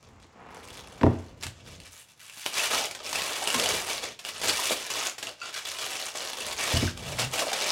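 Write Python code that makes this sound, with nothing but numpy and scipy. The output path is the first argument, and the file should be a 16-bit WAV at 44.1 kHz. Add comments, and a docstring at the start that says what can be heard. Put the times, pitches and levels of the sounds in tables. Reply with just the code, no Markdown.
"""Wooden slab and foil wrap on a workbench.

A slab slides over the bench and is set down with a knock; a foil-wrapped slab is then peeled open.
The foil crackles as tiny creases and facets buckle; large creases snap, loose panels pop and ring.
The wood scrapes by stick-slip and booms in the bench top. One microphone, about 1 m off, small workshop."""
import sys
import numpy as np
from scipy import signal
from scipy.fft import rfft, irfft
from scipy.io import wavfile
from scipy.ndimage import uniform_filter1d

SR = 44100
rng = np.random.default_rng(int(sys.argv[2]) if len(sys.argv) > 2 else 0)


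def pcm_store(signal):
    """Save signal as 16-bit PCM."""
    levels = np.round(np.clip(np.atleast_2d(signal), -1, 1) * 32767)
    wavfile.write(sys.argv[1], SR, levels.astype(np.int16).T)


N = 340011
TIME = np.arange(N) / SR

# Grips and pulls on the foil (start [s], length [s], crackle [dB], swell over the length [dB],
# sheet flexing [dB re crackle], crease sparkle [dB re crackle])
FOIL_PULLS = [ (0.036, 0.044, -62, -4, -4, -12), (0.235, 0.0083, -61, -14, -15, -13),
              (0.516, 0.28, -52.5, 11.5, -10, -8), (0.838, 0.46, -57, -6.5, -2, -10.5),
              (1.419, 0.059, -50.5, -2, -15, -8), (1.513, 0.096, -61, 11, -7, -21),
              (1.674, 0.077, -50.5, -3.5, -10, -10), (1.805, 0.061, -54, 14, -13, -9),
              (1.929, 0.092, -53, -1.5, -18, -0.5), (2.10, 0.029, -59.5, -9, -20, -5),
              (2.208, 0.16, -51, -1, -23, -4), (2.375, 0.12, -44, 4, -24, -2.5),
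              (2.555, 0.11, -28.5, 1, -15, -7.5), (2.717, 0.093, -29, -4, -8, -7.5),
              (2.821, 0.033, -36.5, 7, -7.5, -6), (2.918, 0.091, -53, 15, 0, -25),
              (3.057, 0.074, -38.5, -2, -7, -6.5), (3.151, 0.55, -35, -3, -8.5, -7),
              (3.478, 0.27, -33.5, 8.5, -7, -5.5), (3.784, 0.097, -39.5, -17.5, -8, -5),
              (3.881, 0.098, -34, -6.5, -9, -7), (4.034, 0.089, -41.5, -14, -8.5, -13),
              (4.264, 0.035, -39.5, 0, -10, -6.5), (4.364, 0.047, -43.5, -11.5, -9, -11),
              (4.428, 0.072, -28.5, 6.5, -9.5, -8), (4.537, .19, -31, 2.5, -12.5, -5),
              (4.777, 0.098, -38, -0.5, -11.5, -8), (4.921, .16, -32.5, 2, -11, -8),
              (5.224, 0.069, -43.5, 5.5, -5.5, -10), (5.417, 0.07, -42, 5.5, -11, -15),
              (5.534, 0.043, -37, 9, -17.5, -9), (5.66, 0.099, -37.5, -4, -13, -9),
              (5.792, 0.3, -36.5, -2.5, -11, -7.5), (6.161, 0.17, -37.5, 0, -9, -9),
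              (6.373, 0.15, -37, 3, -8.5, -7), (6.589, 0.18, -30.5, 2.5, -8.5, -9),
              (6.813, 0.072, -34.5, -5.5, -11, -9.5), (6.972, 0.11, -45, 5, -5, -9),
              (7.063, 0.071, -40.5, 2.5, -4.5, -7.5), (7.199, 0.044, -31, -6, -8, -8),
              (7.341, 0.092, -33, -2.5, -6, -7), (7.476, 0.035, -36, -6, -11, -9),
              (7.537, .165, -31.5, 5.5, -8.5, -10)]
# Unevenness of the crackle (time [s], crack size scale [dB]). Near zero: even rustle.
# Far from zero either way: spiky. Negative values leave the largest cracks uncapped.
FOIL_UNEVENNESS = [(0, -12.5), (1.4, -4.5), (2.4, 6), (2.6, -1), (3.1, -1), (3.6, -0.5), (4.0, 2.5),
                   (4.6, 2), (5.4, 3.5), (6.4, 7.5), (7.2, -2.5), (7.71, -1.5)]
# Crackle spectrum (frequency [Hz], gain [dB])
FOIL_SPECTRUM = [(59, -46), (100, -6), (181, -16.5), (243, -4), (334, -4), (469, 1), (511, -2.5), (631, 1),
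                 (702, -1.5), (1780, -6), (2780, -2), (3590, -1.5), (6350, -2), (10100, -10.5),
                 (15800, -23.5)]
# Large creases snapping through (time [s], relative energy [dB], t60 [s])
CREASE_SNAPS = [(1.426, -34.5, 0.029), (1.4335, -28, 0.05), (1.441, -39, 0.012), (1.4658, -32, 0.021),
                (1.801, -42.5, 0.014), (2.297, -40.5, 0.0071), (2.372, -42, .06), (2.456, -30, 0.13),
                (2.462, -21.5, 0.0085), (2.91, -31, .04), (2.949, -32, 0.06), (3.128, -25, 0.042),
                (3.1565, -23, 0.007), (3.219, -26, 0.012), (3.4737, -20.5, 0.01), (3.502, -22, 0.0051),
                (3.5436, -18.5, 0.075), (3.597, -19.5, .04), (3.6587, -21.5, 0.011), (4.037, -30, 0.058),
                (4.19, -35, .08), (4.2494, -29.5, 0.0066), (4.288, -30.5, 0.044), (4.415, -28, .04),
                (4.483, -23.5, .07), (4.716, -23.5, 0.039), (4.902, -26, 0.047), (5.181, -31.5, 0.11),
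                (5.227, -28, 0.058), (5.27, -29.5, 0.0039), (6.154, -31, 0.13), (6.5945, -29.5, .008),
                (6.77, -24.5, 0.017), (6.974, -37, 0.017), (7.188, -23.5, 0.13), (7.337, -26, 0.048),
                (7.391, -20, 0.1), (7.517, -31, .008), (7.53, -22.5, 0.051)]
# Loose panels popping (time [s], level [dB], pitch [Hz], t60 [s])
PANEL_POPS = [(2.594, -20.5, 2620, 0.062), (2.753, -26, 960, 0.045), (2.805, -29, 812, 0.066),
              (3.420, -25.5, 792, .07), (3.548, -27.5, 241.5, 0.21), (3.603, -32, 471, 0.34),
              (4.59, -27, 996, 0.065), (4.708, -10, 640, 0.0096), (4.718, -17.5, 304, 0.015),
              (5.416, -32.5, 1387, 0.16), (5.415, -31.5, 2670, 0.083), (5.417, -35, 4600, 0.073),
              (5.546, -37, 1556, 0.11), (6.152, -17, 610, 0.0054), (6.876, -22.5, 1520, .023),
              (7.42, -22, 1104, 0.029), (7.468, -19, 640, 0.018), (7.517, -25, 785, 0.073)]
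# Wood on wood (time [s], level [dB], contact hardness as low-pass cutoff [Hz])
WOOD_KNOCKS = [(.242, -53.5, 2000), (1.0122, -30, 1700), (1.033, -13, 820), (1.0655, -16.5, 590),
               (1.452, -27, 108), (3.537, -41, 304), (3.735, -46, 149), (4.703, -48, 400),
               (6.143, -61, 900), (6.735, -14.5, 112), (6.761, -18, 134), (6.825, -20.5, 310),
               (6.845, -24.5, 140), (7.189, -46, 150)]
# Modes of the loaded bench top (frequency [Hz], level [dB], t60 [s])
BENCH_MODES = [(59, -19, 0.13), (90.4, -1, 0.2), (122.3, -5.5, 0.24), (181.4, -11, 0.19), (240, -2.5, 0.15),
               (281, 15.5, 0.036), (348, 1.5, 0.13), (372, -2, 0.13), (422.6, -0.5, 0.1), (527, 9, 0.031),
               (634, -2.5, 0.087), (763, -6.5, 0.079), (910, 12.5, 0.02), (1170, -7, 0.043)]
# Slabs pushed or rocked (start [s], length [s], hollow body [dB], grit [dB], bench rumble [dB])
SLAB_SHOVES = [(0.075, 0.13, -58, -57, -56.5), (0.416, 0.15, -47.5, -45.5, -61),
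               (0.67, 0.42, -52, -52, -55), (1.285, 0.16, -55, -59.5, -51.5),
               (1.656, .16, -55.5, -62, -51.5), (3.14, .06, -62, -78, -55), (3.715, 0.043, -63, -70, -48.5),
               (3.964, 0.13, -54, -62, -60), (4.443, .10, -54, -70, -53), (6.47, 0.22, -58, -70, -55),
               (6.997, 0.24, -52.5, -73, -44.5)]
# Scrape spectrum (frequency [Hz], gain [dB])
SCRAPE_SPECTRUM = [(88, -75.5), (150, -7), (254, -1.5), (322, -6.5), (500, 5.5), (1030, -6.5),
                   (1710, -16.5), (2100, -16.5), (2580, -16.5), (5000, -27), (6500, -62), (11000, -120)]
# Slab juddering against its neighbour (time [s], slip rate [Hz], level [dB])
SLAB_JUDDER = [(6.96, 108, -61), (7.03, 120, -46), (7.10, 160, -42), (7.16, 130, -43), (7.20, 115, -36),
               (7.25, 124, -32), (7.31, 130, -43), (7.34, 150, -59)]
# Room air spectrum (frequency [Hz], gain [dB])
AIR_SPECTRUM = [(18, -47.5), (30, -15), (97, 5), (384, -8.5), (859, -6.5), (2430, -18.5), (7240, -15),
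                (9890, -38), (15000, -38)]


def foil_crackle(work, flexing, sparkle):
    """Creases and facets buckle in bursts; harder working buckles more creases."""
    rate_hz = 1400 * np.sqrt(work / undb(-37.5)) * undb(4.9 * wander(31)) + 150
    cracks = steady(crease_cracks(rate_hz, size_scale_db=curve(FOIL_UNEVENNESS)), span_s=0.04)
    swarm = cracks + undb(-5) * unit(facet_pings())
    swarm += undb(-8.5) * unit(panel_resonance(cracks))
    swarm = colour(steady(swarm, span_s=0.099), FOIL_SPECTRUM)
    # The loose sheet radiates the lows, tight creases the highs.
    lows = filt(swarm, 1046, "low", order=3)
    mids = filt(swarm, [1200, 9000], "band", order=3)
    highs = filt(swarm, 8570, "high", order=3)
    highs *= np.abs(uniform_filter1d(cracks ** 2, SR // 400)) ** 0.23  # hard cracks sparkle most
    return work * unit(mids) + flexing * unit(lows) + sparkle * unit(highs)


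def pull_gains(rest_db=-73.5):
    """Hand work as gains of crackle, flexing and sparkle; overlapping pulls add in power."""
    power = np.zeros((3, N)) + undb(rest_db) ** 2 / np.array([[1], [10], [10]])
    for start_s, length_s, db, swell_db, flex_db, sparkle_db in FOIL_PULLS:
        gain = stroke(start_s, length_s, rise_t60_s=0.14, fall_t60_s=0.15, swell_db=swell_db)
        power += np.outer(undb([db, db + flex_db, db + sparkle_db]), gain) ** 2
    return np.sqrt(power)


def crease_cracks(rate_hz, size_scale_db, crack_t60_s=0.004, shiver_db=-19, shiver_t60_s=0.04):
    """Tiny creases give way: a dry crack along the fold, then a shiver through the sheet."""
    t = TIME[:SR // 16]
    envelope = (fade(t, crack_t60_s) + undb(shiver_db) * fade(t, shiver_t60_s)) * attack(t, 0.0007)
    power = convolve(clicks(rate_hz, size_scale_db) ** 2, envelope ** 2)
    return np.sqrt(np.abs(power)) * rng.standard_normal(N)


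def facet_pings(spread_db=5, count=5000, samples=600):
    """Flat facets flip and ring for a few cycles, each at its own pitch."""
    onset, pitch, sustain, force = rng.random((count, 4)).T[:, :, None]
    t = TIME[:samples]
    hz = 450 * 20 ** pitch
    t60_s = 5 * 4 ** sustain / hz
    gain = undb(spread_db * np.minimum(-np.log(1 - force), 3)) * hz
    pings = gain * np.sin(2 * np.pi * hz * t) * fade(t, t60_s) * np.linspace(1, 0, samples)
    indices = (onset * N).astype(int) + np.arange(samples)
    return np.bincount(indices.ravel(), pings.ravel())[:N]


def panel_resonance(cracks, relative_width=0.026, swell_db=6, count=22):
    """Wide panels resonate with the cracks; each swells and dies as the sheet bends."""
    out = np.zeros(N)
    edges = np.array([1 - relative_width / 2, 1 + relative_width / 2])
    for hz in np.geomspace(400, 3300, count) * 2 ** rng.uniform(-0.07, 0.07, count):
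        band = filt(cracks, hz * edges, "band", order=1)
        out += band * undb(swell_db * np.minimum(wander(29.6), 1.6))
    return out


def crease_snaps(ring_hz=2800, scatter_oct=0.14, ring_t60_s=0.012, ring_db=-4, shiver_db=-21):
    """Large creases snap through: crack, short ring, shiver."""
    out, t = np.zeros(N), TIME[:SR // 12]
    for time_s, db, t60_s in CREASE_SNAPS:
        hz = ring_hz * 2 ** (scatter_oct * rng.standard_normal())
        crack = rng.standard_normal(len(t)) * (fade(t, t60_s) + undb(shiver_db) * fade(t, 0.12))
        ring = undb(ring_db) * np.sin(2 * np.pi * hz * t) * fade(t, ring_t60_s)
        snap = (crack + ring) * attack(t, 0.00071) ** 2
        snap = filt(filt(snap, 280, "high", order=1), 7100, "low")
        add(out, time_s, undb(db + 22) * snap / np.linalg.norm(snap))
    return out


def panel_pops(overtone_ratio=4.9, overtone_db=-10, flutter_rad=0.65):
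    """A panel flips and rings in its two lowest modes, fluttering as it settles."""
    out, t = np.zeros(N), TIME[:SR // 5]
    for time_s, db, hz, t60_s in PANEL_POPS:
        phase = 2 * np.pi * hz * t + flutter_rad * wander(100, len(t))
        fundamental = np.sin(phase) * fade(t, t60_s)
        overtone = undb(overtone_db) * np.sin(overtone_ratio * phase) * fade(t, t60_s / 2)
        add(out, time_s, undb(db) * (fundamental + overtone) * attack(t, 0.00071))
    return filt(filt(out, 6200, "low", order=4), 230, "high", order=3)


def wood_knocks(tick_db=17, thud_db=10, tail_db=-5):
    """Blows ring the bench and rattle what lies on it; soft contacts reach only the low modes."""
    out, modes = np.zeros(N), bench_response()
    t = TIME[:len(modes)]
    boom = modes * attack(t, 0.0072)
    envelope = (undb(tick_db) * fade(t, 0.0015) + undb(thud_db) * fade(t, 0.026)
                + undb(tail_db) * fade(t, 0.094))
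    for time_s, db, cutoff_hz in WOOD_KNOCKS:
        rattle = filt(rng.standard_normal(len(t)) * envelope, 140, "high")
        add(out, time_s, undb(db) * filt(boom + rattle, cutoff_hz, "low"))
    return filt(out, 43, "high", order=4)


def bench_response(length_s=0.6):
    """Damped modes of the bench top after one impulse."""
    t = TIME[:int(length_s * SR)]
    return sum(undb(db) * np.sin(2 * np.pi * hz * t) * fade(t, t60_s) for hz, db, t60_s in BENCH_MODES)


def slab_slide(foil_work, handling_db=-32.5):
    """Rough wood catches and slips; the bench rumbles under each shove and each pull on the foil."""
    body_gain, grit_gain, rumble_gain = sum(
        np.outer(undb(levels_db), stroke(start_s, length_s, rise_t60_s=0.48, fall_t60_s=0.46))
        for start_s, length_s, *levels_db in SLAB_SHOVES)
    slips = unit(clicks(rate_hz=2500, size_scale_db=5.5))
    scrape = colour(slips, SCRAPE_SPECTRUM)
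    body = unit(filt(scrape, 845, "low", order=3)) * body_gain
    grit = unit(filt(scrape, [700, 2500], "band")) * grit_gain
    bench_lows = filt(convolve(slips, bench_response()), [50, 150], "band")
    rumble = steady(bench_lows, span_s=0.06) * np.hypot(rumble_gain, undb(handling_db) * foil_work)
    return body + grit + rumble


def slab_judder(jitter=0.056, octave_db=-16):
    """Stick-slip falls into a rough rhythm; the slab groans."""
    slip_hz = curve(SLAB_JUDDER) * (1 + jitter * wander(45))
    phase = 2 * np.pi * np.cumsum(slip_hz) / SR
    groan = np.sin(phase) + undb(octave_db) * np.sin(2 * phase)
    gate = (TIME >= SLAB_JUDDER[0][0]) & (TIME <= SLAB_JUDDER[-1][0])
    return groan * undb(curve(SLAB_JUDDER, column=2)) * gate


def scattered_echoes(x, low_t60_s, high_t60_s, directions=6):
    """Each crack leaves the crumpled sheet in another direction and meets other echoes."""
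    shares = filt(rng.standard_normal((directions, N)), 58.6, "low")
    shares /= np.linalg.norm(shares, axis=0)
    return sum(room_echoes(x * share, low_t60_s, high_t60_s) for share in shares)


def room_echoes(x, low_t60_s, high_t60_s, split_hz=3500, delay_s=0.003):
    """Dense small-room echoes; lows and highs decay at separate rates."""
    t = TIME[:SR * 3 // 4]
    noise = rng.standard_normal(len(t))
    lows = filt(noise, split_hz, "low", order=1)
    tail = lows * fade(t, low_t60_s) + (noise - lows) * fade(t, high_t60_s)
    tail *= attack(t - delay_s, 0.0005)
    return convolve(x, tail / np.linalg.norm(tail))


def room_air(level_db=-65):
    """Faint steady rumble and hiss."""
    noise = colour(rng.standard_normal(N), AIR_SPECTRUM)
    return undb(level_db) * unit(filt(noise, 49, "high"))


def stroke(start_s, length_s, rise_t60_s, fall_t60_s, swell_db=0):
    """Gain of one hand movement: build-up, swell or easing, decay."""
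    t = TIME - start_s
    rise = fade(np.clip(-t, 0, 1), rise_t60_s)
    swell = undb(swell_db * (np.clip(t / length_s, 0, 1) - 0.5))
    fall = fade(np.clip(t - length_s, 0, 1), fall_t60_s)
    return rise * swell * fall


def clicks(rate_hz, size_scale_db):
    """Random impulses of log-normal size; only a positive scale caps the largest."""
    chance, size = rng.random(N), rng.standard_normal(N)
    return (chance < rate_hz / SR) * undb(size_scale_db * np.minimum(size, 2.3)) * rng.choice([-1, 1], N)


def wander(hz, samples=N):
    """Random drift below hz, rms 1."""
    return unit(filt(rng.standard_normal(samples), hz, "low"))


def steady(x, span_s):
    """Hold the short-time rms near 1."""
    span = int(span_s * SR)
    power = uniform_filter1d(uniform_filter1d(x ** 2, span), span)
    return x / np.sqrt(np.abs(power) + np.mean(x ** 2) / 1000)


def colour(x, spectrum, size=4096):
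    """Minimum-phase filter; falls 12 dB/octave below the spectrum's first point."""
    hz, db = np.transpose(spectrum)
    bin_hz = np.maximum(np.arange(size // 2 + 1) * SR / size, 1)
    bin_db = np.interp(np.log(bin_hz), np.log(hz), db) - 12 * np.maximum(np.log2(hz[0] / bin_hz), 0)
    cepstrum = irfft(np.log(undb(bin_db)))
    cepstrum[1:size // 2] *= 2
    cepstrum[size // 2 + 1:] = 0
    return convolve(x, irfft(np.exp(rfft(cepstrum))))


def filt(x, hz, kind, order=2):
    """Butterworth filter."""
    return signal.sosfilt(signal.butter(order, hz, kind, fs=SR, output="sos"), x)


def convolve(x, response):
    """Play x through an impulse response."""
    return signal.oaconvolve(x, response)[:N]


def curve(rows, column=1):
    """Table column, interpolated over time."""
    rows = np.array(rows)
    return np.interp(TIME, rows[:, 0], rows[:, column])


def attack(t, rise_s):
    """Linear ramp to 1."""
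    return np.clip(t / rise_s, 0, 1)


def fade(t, t60_s):
    """Exponential decay."""
    return np.exp(-np.log(1000) * t / t60_s)


def add(out, time_s, sound):
    """Mix a sound in at time_s."""
    i = int(time_s * SR)
    out[i:i + len(sound)] += sound[:N - i]


def undb(db):
    """Decibels to gain."""
    return 10 ** (np.asarray(db) / 20)


def unit(x):
    """Scale to rms 1."""
    return x / np.sqrt(np.mean(x ** 2))


def scene():
    """Foil and wood with their echoes, over room air; mono."""
    work, flexing, sparkle = pull_gains()
    foil = foil_crackle(work, flexing, sparkle) + crease_snaps() + panel_pops()
    foil += undb(-4.5) * scattered_echoes(foil, low_t60_s=0.27, high_t60_s=0.2)
    wood = wood_knocks() + slab_slide(work) + slab_judder()
    wood += undb(-5.5) * room_echoes(wood, low_t60_s=0.42, high_t60_s=0.83)
    return (foil + wood + room_air())[None]


def record(dry):
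    """Steep low-pass at 15.9 kHz."""
    return signal.sosfilt(signal.ellip(10, 0.1, 80, 15900, fs=SR, output="sos"), dry)


dry = scene()
out = record(dry)
pcm_store(out)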